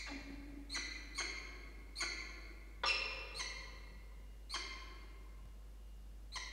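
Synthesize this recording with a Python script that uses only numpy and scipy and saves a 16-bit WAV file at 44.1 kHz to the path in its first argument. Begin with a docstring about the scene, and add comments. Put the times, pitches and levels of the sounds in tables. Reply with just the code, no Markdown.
"""Sharp "ee-chup" calls of two falcons ring on in a long reverberant tail, over hum, hiss and rumble.
Each is a rising whistle that breaks down about an octave into a yelp and ends in a pulsed croak.
Midway one louder call answers, both sides of the syrinx sounding at once.
A grunt and a low hoot-like tone follow the first call; one bird shuffles on gravel.
A faint high tone enters late. The camera's sound cuts out twice for an instant."""
import sys
import numpy as np
from scipy import signal
from scipy.fft import rfft, irfft
from scipy.io import wavfile

SR = 44100
rng = np.random.default_rng(int(sys.argv[2]) if len(sys.argv) > 2 else 0)


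def transcribe(u):
    """Save the signal u as a 16-bit wav file named by the first command-line argument.

    u: samples, shape (n,) or (channels, n), limited to [-1, 1]; the rate is SR.
    q: integer samples, one column per channel.
    """
    v = np.clip(np.atleast_2d(u).T, -1, 1)
    q = np.round(v * 32767).astype(np.int16)
    wavfile.write(sys.argv[1], SR, q)


N = 287532

# mains hum lines: freq_hz, level_db
HUM = [(50, -53), (100, -84.5), (200, -80), (300, -90), (500, -85.5)]
# microphone hiss spectrum: freq_hz, gain_db
HISS = [(60, -1.5), (250, -2), (500, -6), (1000, -13), (2000, -17), (4000, -19), (8000, -22.5),
        (15500, -27)]
# spectrum of rumble and steps: freq_hz, gain_db
RUMBLE = [(15, -21), (35, 5.5), (70, 2.5), (150, 0), (240, -7.5), (400, -15), (900, -58)]
# shuffles on gravel: start_s, length_s, level_db
STEPS = [(.10, 0.12, -62), (0.35, 0.17, -69), (2.76, 0.054, -62), (3.57, 0.21, -67.5), (3.89, 0.066, -61.5),
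         (4.137, 0.13, -69), (4.846, 0.049, -68), (5.425, 0.054, -69)]
# swells of the low tone: start_s, length_s, level_db
HOOTS = [(.092, 0.072, -47.5), (0.249, 0.09, -51), (0.366, 0.26, -54), (0.686, 0.03, -52.5)]
# tail decay: freq_hz, t60_s
TAIL_DECAY = [(250, 3.26), (600, 2.8), (1100, 2.49), (2100, 1.75), (4400, 1.124), (6400, 0.91),
              (9000, 0.65), (14000, 0.45)]
# tail colour: freq_hz, gain_db
TAIL_COLOUR = [(200, 1.5), (350, 4), (500, 1.5), (700, -6.5), (950, -7), (1500, -8), (2100, 4),
               (3000, -2.5), (4400, 2.5), (6400, 0), (9000, -2.5), (14000, -12)]
# channel balance: freq_hz, left_minus_right_db
LEFT_LIFT = [(380, 0), (700, 3.2), (1290, 4.1), (1650, 2.2), (2000, .6), (3000, 0)]
# channel phase: freq_hz, left_lead_rad
LEFT_LEAD = [(100, 0), (330, 0.11), (600, 0.26), (1200, -0.22), (2300, -0.33), (3800, -0.089),
             (8000, 0.015)]
# camera dropouts: start_s, length_s
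DROPOUTS = [(0.3003, .0022), (5.4553, .0022)]

# caller's throat resonances: centre_hz, width_hz, gain_db
THROAT = [(352, 344, -8), (710, 364, -3), (1113, 545, -1.5), (1525, 205, 3.5), (2360, 106, -0.5),
          (3027, 150, -4.5), (4500, 90, -8), (6100, 390, -30)]
# caller's chest resonances: centre_hz, width_hz, gain_db
CHEST = [(282, 140, -16), (580, 150, -7.5), (840, 200, -7.5)]
# closed-beak end of the first call: start_s, length_s, pitch_hz, level_db, beak_ratio, rough_share
GRUNT = (0.076, .045, 278, -54, 1.0, .35)
# whistle partials: pitch_ratio, gain_db
WHISTLE_TONES = [(.5, -16), (1, 3), (2, -7), (3, -24)]
# air through the open beak in a whistle: freq_hz, gain_db
WHISTLE_AIR = [(300, -11.5), (1300, 1), (1800, -24), (2350, 7.5), (2850, -9), (3500, -10), (5500, -16),
               (6000, -1), (6700, -4), (7600, -11), (10300, -22), (10800, -3), (11400, -18), (15000, -32)]
# yelp harmonics: pitch_ratio, gain_db
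YELP_TONES = [(1, -0.5), (2, -3), (3, -4), (4, -16), (5, -26), (6, -37)]
# yelp lines at odd multiples of half the pitch: pitch_ratio, gain_db
UNDERTONES = [(.5, 5.5), (1.5, 1), (2.5, -5), (3.5, -15), (4.5, -23)]
# "ee-chup" calls: break_s, whistle_s, whistle_db, land_hz, fall_hz, yelp_db, under_rel_db,
# croak_delay_s, croak_s, croak_rel_db
CHUPS = [(-0.060, 0.037, -54, 1920, 693, -41.5, -18, 0.014, 0.016, -16),
         (0.744, .049, -53, 1915, 366, -39, -21, .015, 0.025, -5.5),
         (1.179, 0.033, -53, 2014, 343, -37.5, -12.5, .020, 0.021, -4.5),
         (2.002, .047, -51, 2011, 368, -37, -16, .017, 0.02, -4),
         (3.393, .049, -52.5, 1959, 259.6, -39.5, -8, 0.011, 0.0084, -12),
         (4.539, .044, -51.5, 2001, 245, -37.5, -3, .017, 0.011, -4.5),
         (6.355, 0.036, -55, 1929, 231, -41, -8, .013, 0.009, -9.5)]
# answering bird's throat resonances: centre_hz, width_hz, gain_db
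ANSWER_THROAT = [(545, 142, -6.5), (955, 217, -0.5), (1268, 380, 0), (2260, 360, -9.5), (3430, 200, -4)]
# croak opening the answer: start_s, length_s, pitch_hz, level_db, beak_ratio, rough_share
ANSWER_CROAK = (2.833, .016, 440, -33.5, 1.0, .42)
# breath in the answer: freq_hz, gain_db
ANSWER_AIR = [(300, -19), (900, -22), (1500, 1), (2300, -3), (2900, 18), (3300, -4), (3900, -4), (4700, 0),
              (5450, -15), (5900, -38), (6900, -2.5), (7500, -7), (12000, -31)]
# notes of the answer: start_s, length_s, pitch_hz, level_db, swell_db, second_rel_db, lower_rel_db
ANSWER_NOTES = [(2.854, 0.037, 2702, -43.5, 16.5, 5.5, 2), (2.889, .026, 2705, -34.5, -1.5, -21, -28)]

LEAD_IN_SAMPLES = SR // 4  # the first call starts before time zero
TIME_S = np.arange(N) / SR


def amp(db):
    """Decibels to gain."""
    return 10 ** (np.asarray(db) / 20)


def unit_rms(x):
    """Scale to rms 1."""
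    return x / np.sqrt(np.mean(x ** 2) + 1e-20)


def curve_at(points, hz):
    """Interpolate on a log-frequency axis."""
    points_hz, values = np.transpose(points)
    return np.interp(np.log(hz + 1), np.log(points_hz + 1), values)


def noise(size, spectrum):
    """Coloured noise, rms 1."""
    gain = amp(curve_at(spectrum, np.fft.rfftfreq(size, 1 / SR)))
    return unit_rms(irfft(rfft(rng.standard_normal(size)) * gain, size))


def waver(size, rate_hz):
    """Smooth random drift up to rate_hz, rms about 1."""
    hz = np.fft.rfftfreq(size + SR, 1 / SR)
    return unit_rms(irfft(rfft(rng.standard_normal(size + SR)) / (1 + (hz / rate_hz) ** 4)))[:size]


def phase_of(hz, jitter, rate_hz):
    """Running phase of an unsteady pitch."""
    return 2 * np.pi * np.cumsum(hz * (1 + jitter * waver(len(hz), rate_hz))) / SR


def stack(phase, tones):
    """Sum of partials locked to one phase."""
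    return sum(amp(db) * np.sin(k * phase + rng.uniform(0, 2 * np.pi)) for k, db in tones)


def progress(length_s):
    """Ramp u, 0 to 1 over a syllable."""
    return np.linspace(0, 1, max(round(length_s * SR), 64))


def fade(u, rise, fall):
    """Soft edges; rise and fall are shares of the syllable."""
    return np.sin(np.pi / 2 * np.clip(u / rise, 0, 1)) * np.sin(np.pi / 2 * np.clip((1 - u) / fall, 0, 1))


def swell(start_s, length_s, rise_s, release_s):
    """Scene-long attack, hold, release envelope."""
    t = TIME_S - start_s
    return np.clip(t / rise_s, 0, 1) * np.exp(-np.maximum(t - length_s, 0) / release_s)


def narrow_tone(hz, tones, jitter, flutter_db):
    """Unsteady tone, rms 1; each partial flutters on its own."""
    phase = phase_of(np.full(N, hz), jitter, rate_hz=20.5)
    partials = (amp(db + flutter_db * waver(N, rate_hz=82)) * np.sin(k * phase) for k, db in tones)
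    return unit_rms(sum(partials))


def mains_hum():
    """Steady 50 Hz and harmonics."""
    return sum(np.sqrt(2) * amp(db) * np.sin(2 * np.pi * hz * TIME_S) for hz, db in HUM)


def microphone_hiss(level_db=-68):
    """Steady noise, weaker toward the treble."""
    return amp(level_db) * noise(N, HISS)


def rumble_and_steps(rumble_db=-69.5, waver_db=1.8):
    """Low rumble that swells with each step on the gravel."""
    steady = amp(rumble_db + waver_db * waver(N, rate_hz=5))
    steps = sum(amp(db) * swell(start_s, length_s, rise_s=.014, release_s=.04)
                for start_s, length_s, db in STEPS)
    return np.hypot(steady, steps) * noise(N, RUMBLE)


def thin_tone(start_s=3.93, rise_s=.4, level_db=-80, fade_db_per_s=3, waver_db=2.2):
    """Faint high tone: creeps in, wavers, fades."""
    t = TIME_S - start_s
    level = np.clip(t / rise_s, 0, 1) * amp(level_db - fade_db_per_s * t + waver_db * waver(N, rate_hz=4))
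    return level * narrow_tone(hz=2840.3, tones=[(1, 0)], jitter=.00207, flutter_db=.5)


def hoot(rise_s=.032, release_s=.025, ring_db=-15, ring_t60_s=7.2):
    """Low tone; each swell leaves a weak, slow ring."""
    power = np.zeros(N)
    for start_s, length_s, db in HOOTS:
        body = swell(start_s, length_s, rise_s, release_s)
        ring = amp(ring_db) * swell(start_s, length_s, rise_s, ring_t60_s / np.log(1000))
        power += amp(db) ** 2 * (body ** 2 + ring ** 2)
    return np.sqrt(power) * narrow_tone(hz=283.3, tones=[(1, 7), (2, -32)], jitter=.018, flutter_db=3.5)


def long_reverb(x, walls_db=-8, walls_per_s=900, walls_decay_s=.028, tail_db=.5, build_s=.0034):
    """Quick reflections off near walls, then a long tail whose treble dies first."""
    size = 3 * SR
    t = np.arange(size) / SR
    walls = rng.standard_normal(size) * (rng.random(size) < walls_per_s / SR)
    walls *= np.exp(-t / walls_decay_s) * (t > .002)
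    hz, frame_s, bins = signal.stft(rng.standard_normal(size), SR, nperseg=512)
    bins *= amp(curve_at(TAIL_COLOUR, hz)[:, None] - 60 * frame_s / curve_at(TAIL_DECAY, hz)[:, None])
    tail = signal.istft(bins, SR, nperseg=512)[1][:size]
    tail *= (1 - np.exp(-t / build_s)) / np.sqrt(SR / 10)
    response = amp(walls_db) * walls / np.linalg.norm(walls) + amp(tail_db) * tail
    return signal.fftconvolve(x, response)[:len(x)]


def two_channels(x):
    """Left slightly stronger near 1 kHz, with small phase shifts either side."""
    hz = np.fft.rfftfreq(len(x), 1 / SR)
    left = amp(curve_at(LEFT_LIFT, hz) / 2) * np.exp(.5j * curve_at(LEFT_LEAD, hz))
    return irfft(rfft(x) * np.array([left, 1 / left]), len(x))


def croak(start_s, length_s, pitch_hz, level_db, beak_ratio, rough_share,
          resonances=THROAT, cutoff_hz=7000, rise=.22):
    """Uneven pulses and air puffs ring the resonances; beak opening scales their frequencies."""
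    u = progress(length_s)
    cycles = phase_of(pitch_hz * (1 + .25 * (.5 - u)), jitter=.078, rate_hz=360) / (2 * np.pi)
    pulses = np.diff(np.floor(cycles), prepend=-1)
    puffs = np.exp(-(cycles % 1) / .33) * rng.standard_normal(len(u))
    drive = (1 - rough_share) * unit_rms(pulses) + rough_share * unit_rms(puffs)
    drive = np.pad(drive * fade(u, rise, fall=.045), (0, 256))
    voice = np.zeros(len(drive))
    for k, (centre_hz, width_hz, gain_db) in enumerate(resonances):
        hz = centre_hz * beak_ratio
        voice += (-1) ** k * amp(gain_db) * signal.lfilter(*signal.iirpeak(hz, hz / width_hz, SR), drive)
    voice = signal.sosfilt(signal.butter(3, cutoff_hz, fs=SR, output="sos"), voice)
    return start_s, amp(level_db) * voice / np.sqrt(np.mean(voice[:len(u)] ** 2))


def grunt(lead_s=.013, open_s=.026, open_rel_db=4):
    """Longer croak: starts with the beak open, goes on in the chest."""
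    start_s, _, pitch_hz, db = GRUNT[:4]
    return [croak(start_s - lead_s, open_s, pitch_hz, db + open_rel_db, beak_ratio=1.146, rough_share=.72),
            croak(*GRUNT, resonances=CHEST, cutoff_hz=4400)]


def whistle(start_s, length_s, top_hz, start_db, swell_db_per_s=165, air_db=-14, beak_db=-9):
    """Breathy tone climbs and swells as pressure builds; overtones enter as the beak opens."""
    u = progress(length_s)
    hz = top_hz * (1 - .12 * (1 - u / .891) ** 2)
    tones = [(k, db + beak_db * (k > 1) * (1 - u) ** 2) for k, db in WHISTLE_TONES]
    tone = unit_rms(stack(phase_of(hz, jitter=.016, rate_hz=420), tones))
    tone *= amp(2.26 * waver(len(u), rate_hz=570))
    air = amp(air_db) * noise(len(u), WHISTLE_AIR)
    level = amp(start_db + swell_db_per_s * length_s * u)
    return start_s, (tone + air) * level * fade(u, rise=.11, fall=.12)


def yelp(start_s, land_hz, fall_hz, level_db, under_rel_db,
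         length_s=.0236, tilt_db_per_oct=.44, rasp_db=-13, settle_db=7):
    """The syrinx slides down; alternate cycles differ unevenly, adding rough half-pitch lines."""
    u = progress(length_s)
    phase = phase_of(land_hz + fall_hz * (1 - u) ** 1.156, jitter=.022, rate_hz=440)
    main, under = (stack(phase, [(k, db + tilt_db_per_oct * np.log2(k)) for k, db in tones])
                   for tones in (YELP_TONES, UNDERTONES))
    under *= amp(under_rel_db - settle_db * (u - .5)) * (1.01 + .38 * waver(len(u), rate_hz=180))
    rasp = 1 + amp(rasp_db) * waver(len(u), rate_hz=620)
    return start_s, amp(level_db) * unit_rms(main + under) * rasp * fade(u, rise=.27, fall=.1)


def chup(break_s, whistle_s, whistle_db, land_hz, fall_hz, yelp_db, under_rel_db,
         croak_delay_s, croak_s, croak_rel_db, overlap_s=.0048):
    """One call: whistle breaks into yelp, croak closes it."""
    return [whistle(break_s - whistle_s, whistle_s + overlap_s, top_hz=2.24 * land_hz, start_db=whistle_db),
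            yelp(break_s, land_hz, fall_hz, yelp_db, under_rel_db),
            croak(break_s + croak_delay_s, croak_s, pitch_hz=338.6, level_db=yelp_db + croak_rel_db,
                  beak_ratio=1.033, rough_share=.38)]


def answer_note(start_s, length_s, pitch_hz, level_db, swell_db, second_rel_db, lower_rel_db,
                low_hz=1225, low_fade_db=12, air_db=-8, break_s=2.892, dip_hz=340, dip_s=.00509):
    """Both sides of the syrinx sound and modulate each other, adding sum and difference tones."""
    u = progress(length_s)
    dip = np.exp(-((start_s + length_s * u - break_s) / dip_s) ** 2)  # one note breaks into the next
    high = phase_of(pitch_hz - dip_hz * dip, jitter=.011, rate_hz=380)
    low = phase_of(np.full(len(u), low_hz), jitter=.025, rate_hz=150)
    first_db = level_db + swell_db * (u - .5)
    second_db = level_db + second_rel_db + .3 * swell_db * (u - .5)
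    lower_db = level_db + lower_rel_db
    partials = [(high, first_db), (2 * high, second_db),
                (3 * high, first_db - 25), (4 * high, second_db - 28),
                (low, lower_db - low_fade_db * (u - .5)),
                (2 * high - low, lower_db - 2), (2 * high + low, lower_db - 13)]
    cry = np.sqrt(2) * sum(amp(db) * np.sin(phase) for phase, db in partials)
    air = amp(np.maximum(first_db, second_db) + air_db) * noise(len(u), ANSWER_AIR)
    rasp = 1 + .31 * waver(len(u), rate_hz=210)
    return start_s, (cry * rasp + air) * fade(u, rise=.27, fall=.11)


def scene(direct_db=-1.8):
    """All calls share one reverb, over the background."""
    syllables = [part for row in CHUPS for part in chup(*row)] + grunt()
    syllables.append(croak(*ANSWER_CROAK, resonances=ANSWER_THROAT, cutoff_hz=4400, rise=.34))
    syllables += [answer_note(*row) for row in ANSWER_NOTES]
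    birds = np.zeros(LEAD_IN_SAMPLES + N)
    for start_s, sound in syllables:
        slot = birds[LEAD_IN_SAMPLES + round(start_s * SR):][:len(sound)]
        slot += sound[:len(slot)]
    calls = (amp(direct_db) * birds + long_reverb(birds))[LEAD_IN_SAMPLES:]
    background = mains_hum() + microphone_hiss() + rumble_and_steps() + hoot() + thin_tone()
    return two_channels(background + calls)


def record(dry, cutoff_hz=15700):
    """Camera: two tiny dropouts click in the hum, then the band limit."""
    silent = np.any([(TIME_S > s) & (TIME_S < s + length_s) for s, length_s in DROPOUTS], axis=0)
    lowpass = signal.firwin(511, cutoff_hz, window=("kaiser", 9), fs=SR)
    return signal.oaconvolve(dry * ~silent, lowpass[None], "same")


dry = scene()
out = record(dry)
transcribe(out)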